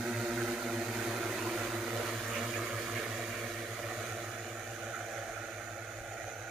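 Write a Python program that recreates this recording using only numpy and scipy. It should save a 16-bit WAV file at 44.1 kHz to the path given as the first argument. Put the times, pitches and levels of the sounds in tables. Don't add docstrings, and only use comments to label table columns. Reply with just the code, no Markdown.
import sys
import numpy as np
from scipy import signal
from scipy.fft import rfft, irfft, next_fast_len
from scipy.io import wavfile
from scipy.ndimage import uniform_filter1d

SR = 44100
rng = np.random.default_rng(int(sys.argv[2]) if len(sys.argv) > 2 else 0)


def unload_wav(signal):
    wavfile.write(
        sys.argv[1],
        SR,
        np.round(np.clip(np.atleast_2d(signal).T, -1, 1) * 32767).astype(np.int16),
    )


N = 286650
TIME = np.arange(N) / SR

# (fundamental [dB], second harmonic [dB], higher harmonics [dB])
ROTOR_BALANCE = [(-0.5, 0.5, -4.5), (-4, -3, -2.5), (-7.5, -3.5, 1.5), (8.5, -9, -5), (6.5, -7.5, -9.5),
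                 (1.5, -13, -17)]


def from_db(db):
    return 10 ** (np.asarray(db) / 20)


def rms_one(x):
    return x / np.sqrt(np.mean(x ** 2) + 1e-20)


def in_time(rows, t=TIME):
    times, *columns = np.transpose(rows)
    return [np.interp(t, times, c) for c in columns]


def at_hz(rows, hz):
    points, *columns = np.transpose(rows)
    return np.array([np.interp(np.log(np.maximum(hz, 1)), np.log(points), c) for c in columns])


def below(hz, edge_hz):
    return 1 / (1 + (hz / edge_hz) ** 4)


def colour(x, gain_at):
    size = next_fast_len(N + SR // 10)
    hz = np.arange(size // 2 + 1) * SR / size
    return irfft(rfft(x, size) * gain_at(hz), size)[..., :N]


def drift(rate_hz):
    step, settle = 100, 1000
    pole = np.exp(-2 * np.pi * rate_hz * step / SR)
    noise = rng.standard_normal(N // step + settle + 2)
    slow = signal.lfilter([1], [1, -2 * pole, pole * pole], noise)[settle:]
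    return np.interp(np.arange(N) / step, np.arange(len(slow)), rms_one(slow))


def patches(shape, frames):
    field = rng.standard_normal(shape)
    for _ in range(2):
        field = uniform_filter1d(uniform_filter1d(field, size=3, axis=0), size=frames, axis=1)
    return rms_one(field)


def doublings(t=TIME):
    # (time [s], distance [m])
    flight_path = [(0, 31.3), (1.5, 28.4), (2.5, 28.9), (4, 38.2), (6.5, 65)]
    metres, = in_time(flight_path, t)
    return np.log2(metres / metres[0])


def blade_angles():
    # (time [s], middle rotor [Hz], fastest above it [Hz], slowest below it [Hz])
    pass_rates = [(0, 116.5, 5.3, 13.87), (.2, 116.4, 4.68, 7.61), (.55, 115.4, 7.49, 6.04),
                  (.9, 113.9, 9.37, 8.53), (1.25, 113.5, 14.14, 11.81), (1.6, 113.3, 8.07, 12.29),
                  (2, 113.3, 9.22, 9.15), (2.4, 114.5, 5.47, 13.29), (2.8, 113.4, 9.45, 10.53),
                  (3.2, 113.2, 8.13, 11.53), (3.6, 113.6, 7.37, 12.14), (4, 113, 8.38, 14.99),
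                  (4.4, 112.9, 9.83, 12.88), (4.8, 112.5, 10.23, 11.6), (5.2, 111.3, 6.6, 10.43),
                  (5.6, 109.8, 10.33, 12.02), (6.05, 110.5, 11.98, 13.94), (6.5, 110.2, 9.97, 14.01)]
    steering = [1, .524, .12, 0, -.5345, -1]
    middle, faster, slower = in_time(pass_rates)
    rates = [middle + part * (faster if part > 0 else slower) for part in steering]
    return 2 * np.pi * np.cumsum(rates, axis=1) / SR


def rotor_hum(angles, flutter_db, flutter_hz, wander_rad):
    # (time [s], fundamental [dB], second [dB], third harmonic [dB])
    blade_tones = [(0, -49, -42.5, -39), (.18, -42.5, -46, -43), (.45, -47.5, -44, -40.5),
                   (.6, -55, -48, -44), (.77, -45, -46.5, -43.5), (1.25, -47.5, -49, -40.5),
                   (1.75, -47.5, -52, -42), (2.25, -46.5, -55, -49), (2.42, -46.5, -47, -50.5),
                   (2.6, -45.5, -56, -43), (2.8, -47.5, -56, -51.5), (3, -47.5, -54, -47.5),
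                   (3.6, -48.5, -56, -50), (4.12, -47.5, -55.5, -50.5), (5, -50, -60.5, -51),
                   (6.5, -47.5, -64, -54)]
    # (multiple of the blade-pass rate, starting level [dB])
    buzz = [(4, -55), (5, -48), (6, -49.5), (7, -49.5), (8, -52)]
    first, second, third = from_db(in_time(blade_tones))
    shares = from_db(ROTOR_BALANCE) / np.linalg.norm(from_db(ROTOR_BALANCE), axis=0)
    beam = from_db(-3.5 * TIME)
    out = 0
    for angle, share in zip(angles, shares):
        shaft = from_db(-26.5) * np.sin(angle / 2)
        out += first * share[0] * (np.sin(angle) + shaft)
        overtones = [(2, second * share[1]), (3, third * share[2])]
        overtones += [(round(multiple), share[2] * beam * from_db(db)) for multiple, db in buzz]
        for multiple, level in overtones:
            phase = multiple * angle + rng.uniform(0, 2 * np.pi) + wander_rad * drift(flutter_hz)
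            out += level * from_db(flutter_db * drift(flutter_hz)) * np.sin(phase)
    return np.sqrt(2) * out


def blade_slaps(angles, jitter_rad, wander_rad, rough, unequal, scatter_rad, scatter_hz):
    out = np.zeros(N)
    grid_hz = scatter_hz * np.arange(256)
    for angle, (*_, db) in zip(angles, ROTOR_BALANCE):
        unsteady = angle + jitter_rad * drift(8.7) + wander_rad * drift(1.2)
        passes = np.floor(unsteady / (2 * np.pi) + rng.random())
        hits = np.flatnonzero(np.diff(passes) > 0)
        strength = 1 + rough * rng.standard_normal(N // 100)[:len(hits)]
        pulses = np.zeros(N)
        pulses[hits] = from_db(db / 2) * strength * (1 + unequal * (-1) ** np.arange(len(hits)))
        twist = scatter_rad * np.cumsum(rng.standard_normal(len(grid_hz)))
        out += colour(pulses - pulses.mean(), lambda hz: np.exp(1j * np.interp(hz, grid_hz, twist)))
    return rms_one(out)


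def tip_noise(angles, depth):
    # (frequency [Hz], likeness [0-1])
    likeness = [(300, 0.8), (520, 0.6), (700, 0.95), (1050, 0.16), (1400, 0.58), (2400, 0.53), (3000, 0.34),
                (5000, 0.05), (9000, 0)]
    swell = np.sqrt(sum(np.exp(depth * np.cos(angle) + 0.21 * drift(10.0)) for angle in angles))
    mid, side = rms_one(swell) * rng.standard_normal((2, N))
    mid = colour(mid, lambda hz: np.sqrt((1 + at_hz(likeness, hz)[0]) / 2))
    side = colour(side, lambda hz: np.sqrt((1 - at_hz(likeness, hz)[0]) / 2))
    return np.array([mid + side, mid - side])


def cut_air(angles, wash_hz, tonal_hz, buzz_share, smear_s):
    share = lambda hz: buzz_share * below(hz, tonal_hz) * (1 - below(hz, wash_hz))
    smear = lambda hz: np.exp(-2j * np.pi * smear_s * tonal_hz * np.log1p(hz / tonal_hz))
    pulses = blade_slaps(angles, jitter_rad=.035, wander_rad=.35, rough=0.33, unequal=0.036,
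                         scatter_rad=0.8, scatter_hz=129.9)
    slaps = colour(pulses, lambda hz: np.sqrt(share(hz)) * smear(hz))
    noise = colour(tip_noise(angles, depth=0.74), lambda hz: np.sqrt(1 - share(hz)))
    return slaps + noise


def turbulence_db(hz, t, turn_s=2.9, steady_hz=12300):
    # (frequency [Hz], before the turn [dB], after it [dB], extra loss [dB per doubling of distance])
    turbulence = [(290, -20.5, -23, -1), (438, -27, -23, 1.5), (507, -28, -23.5, .5), (680, -30, -22, 0),
                  (1080, -29, -23.5, 1.5), (1290, -20, -26.5, -0.5), (1450, -19.5, -28, -3),
                  (2400, -40.5, -34, 2), (3000, -32, -30, 3), (4080, -25.5, -26.5, 2.5)]
    # (time [s], level [dB])
    rush = [(0, -1), (.4, 1.1), (.65, -0.9), (1.33, 1), (1.7, 0.5), (1.85, -1.5), (2, 2), (2.18, 0),
            (2.4, 1.6), (2.65, 0.5), (2.95, 2), (3.7, -0.5), (3.98, 2.1), (4.57, -1.5), (5.2, 1.5),
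            (5.92, -0.5), (6.3, 1.5), (6.5, 0)]
    turned = np.clip(t / turn_s, 0, 1)
    before, after, loss = at_hz(turbulence, hz)
    swell = in_time(rush, t)[0] / (1 + hz / steady_hz)
    return before + (after - before) * turned - loss * doublings(t) + swell


def swells_db(hz, t):
    # (time [s], half-length [s], centre [Hz], half-width [octaves], lift [dB])
    swells = [(0.404, 0.032, 1450, 0.56, 4), (1.047, 0.05, 7000, 1.6, 2), (1.97, 0.097, 540, 0.34, 8),
              (2.362, .041, 2610, 0.24, 12), (2.392, 0.038, 490, 0.53, 7), (2.55, .014, 2400, 0.078, 17),
              (2.987, 0.042, 2450, 0.47, 5), (3.02, .05, 406, 0.27, 8.5), (3.356, 0.037, 2560, 0.16, 10),
              (4.963, 0.014, 1400, 0.36, 3.5), (5.168, 0.04, 517, 0.42, 6), (5.213, 0.045, 1900, .6, 2.5),
              (5.39, 0.054, 1380, 0.22, 5.5), (6.21, 0.045, 1930, 0.12, 9.5), (6.377, 0.21, 6100, 0.057, 9)]
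    return sum(db * np.exp(-((t - s) / length) ** 2 - (np.log2((hz + 1) / centre) / width) ** 2)
               for s, length, centre, width, db in swells)


def over_field(x, twinkle_db, twinkle_hz):
    # (time [s], dip spacing [Hz], strength [0-1])
    near_reflection = [(0, 577, 0.43), (.5, 568, 0.26), (1.4, 556, 0.19), (2.6, 509, 0.23), (3.8, 526, .28),
                       (5, 543, 0.26), (6.5, 556, 0.19)]
    # (frequency [Hz], from below [dB], edge-on from afar [dB])
    swish = [(50, -23.5, -23), (175, -19, -21.5), (285, -9.5, -22.5), (370, -10.5, -17), (425, -2, -8.5),
             (570, 1, 5), (740, -4, 4.5), (814, -15.5, 7.5), (910, -2.5, -6.5), (1000, 4, -2.5),
             (1145, -3.5, -4), (1450, -11, 1), (1570, -7.5, -2.5), (1920, -0.5, -6.5), (2403, 5, 3),
             (2786, -3, 0), (3930, -9.5, -13), (5120, -16.5, -22), (5640, -19.5, -15.5), (5840, -22, -15),
             (6180, -17.5, -9.5), (6850, -20.5, -10), (7400, -18.5, -18.5), (15500, -20, -26.5)]
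    # (time [s], edge-on [0-1])
    edge_on = [(0, 0.43), (2.5, 0.35), (3.8, 0.5), (4.8, 0.87), (6.5, 0.83)]
    framing = dict(nperseg=1024, noverlap=768)
    hz, t, frames = signal.stft(x, SR, **framing)
    hz = hz[:, None]
    spacing_hz, ripple = in_time(near_reflection, t)
    reflection = 1 - ripple * np.exp(-2j * np.pi * hz / spacing_hz) / (1 + (hz / twinkle_hz) ** 2)
    near_db, far_db = at_hz(swish, hz)
    view_db = near_db + (far_db - near_db) * in_time(edge_on, t)[0]
    twinkle = twinkle_db * patches(view_db.shape, frames=5) * hz / (hz + 300) / (1 + hz / twinkle_hz)
    gain = from_db(view_db + turbulence_db(hz, t) + swells_db(hz, t) + twinkle)
    return signal.istft(frames * reflection * gain, SR, **framing)[1][:, :N]


def ground_echo(x, scatter_hz):
    # (time [s], first notch [Hz], strength [0-1])
    bounce = [(0, 1110, .6), (.9, 1100, .45), (1.4, 980, .25), (2, 835, .55), (2.6, 850, .85),
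              (3.3, 875, .9), (4.6, 915, .88), (6.5, 985, .86)]
    notch_hz, strength = in_time(bounce)
    dull = colour(x, lambda hz: below(hz, scatter_hz))
    echo = np.array([np.interp(TIME - .5 / notch_hz, TIME, side) for side in dull])
    return x - dull + (dull + strength * echo) / np.sqrt(1 + strength ** 2)


def breeze(level_db, swing_db, swing_hz, puff_s):
    # (frequency [Hz], relative density [dB])
    rumble = [(12, -4), (30, -1), (50, 14), (90, -1), (200, -7), (600, -60), (2000, -100)]
    # (time [s], level [dB])
    puffs = [(.52, -64), (5.34, -61), (5.7, -63), (6.03, -58), (6.23, -67)]
    noise = rng.standard_normal(N) + rng.standard_normal((2, N))
    level = from_db(level_db + swing_db * drift(swing_hz))
    level += sum(from_db(db) * np.exp(-((TIME - s) / puff_s) ** 2) for s, db in puffs)
    return level * rms_one(colour(noise, lambda hz: from_db(at_hz(rumble, hz))))


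def motor_whine(angles, multiple, blur_rad, waver_db):
    # (time [s], level [dB])
    whine_level = [(0, -81), (2, -70), (2.45, -56), (2.75, -66), (3.15, -60), (3.5, -66), (3.8, -62),
                   (4.05, -64), (4.2, -60), (4.55, -59.5), (4.7, -69), (4.88, -64), (5.1, -68), (5.6, -68),
                   (6.1, -65), (6.5, -65)]
    motor_shares = [12, -13, -19, -8, -19, -18]
    out = 0
    for angle, motor_db in zip(angles, motor_shares):
        blur = blur_rad * drift(17.0) + rng.uniform(0, 2 * np.pi, (2, 1))
        out += from_db(motor_db + waver_db * drift(16.0)) * np.sin(multiple * angle + blur)
    return from_db(in_time(whine_level)[0]) * rms_one(out)


def microphone_ports(hz, left_lag_s=7e-5, lag_fade_hz=1640):
    # (frequency [Hz], left [dB], right [dB])
    port_response = [(387, -0.5, -0.5), (840, -1.6, 0), (1060, -2.2, -0.2), (1540, -6, 4), (2260, -6, 3),
                     (3280, -7, -4.5), (5130, -1, 3), (6520, -11, 4), (6800, -13, 5.5), (7580, -3, 1.5),
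                     (9620, 6, -7.5), (10430, 1.5, -24), (11640, -1.5, 0.5), (12300, 4.5, 3.5),
                     (14200, -6.5, -1), (15200, -10, 4)]
    lag_s = left_lag_s * below(hz, lag_fade_hz) * np.array([[1], [0]])
    return from_db(at_hz(port_response, hz)) * np.exp(-2j * np.pi * hz * lag_s)


def scene():
    angles = blade_angles()
    chop = cut_air(angles, wash_hz=268, tonal_hz=1751, buzz_share=0.75, smear_s=.011)
    rush = over_field(chop, twinkle_db=3.0, twinkle_hz=7440)
    hum = rotor_hum(angles, flutter_db=2.17, flutter_hz=4.1, wander_rad=0.18)
    rotors = ground_echo((hum + rush) / 2 ** doublings(), scatter_hz=2450)
    whine = motor_whine(angles, multiple=56, blur_rad=0.7, waver_db=4.0)
    wind = breeze(level_db=-66, swing_db=2, swing_hz=5.8, puff_s=0.058)
    return colour(rotors + whine, microphone_ports) + wind


def record(dry):
    cutoff_hz, slope_hz = 15560, 150
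    return colour(dry, lambda hz: np.clip((cutoff_hz - hz) / slope_hz, 0, 1))


dry = scene()
out = record(dry)
unload_wav(out)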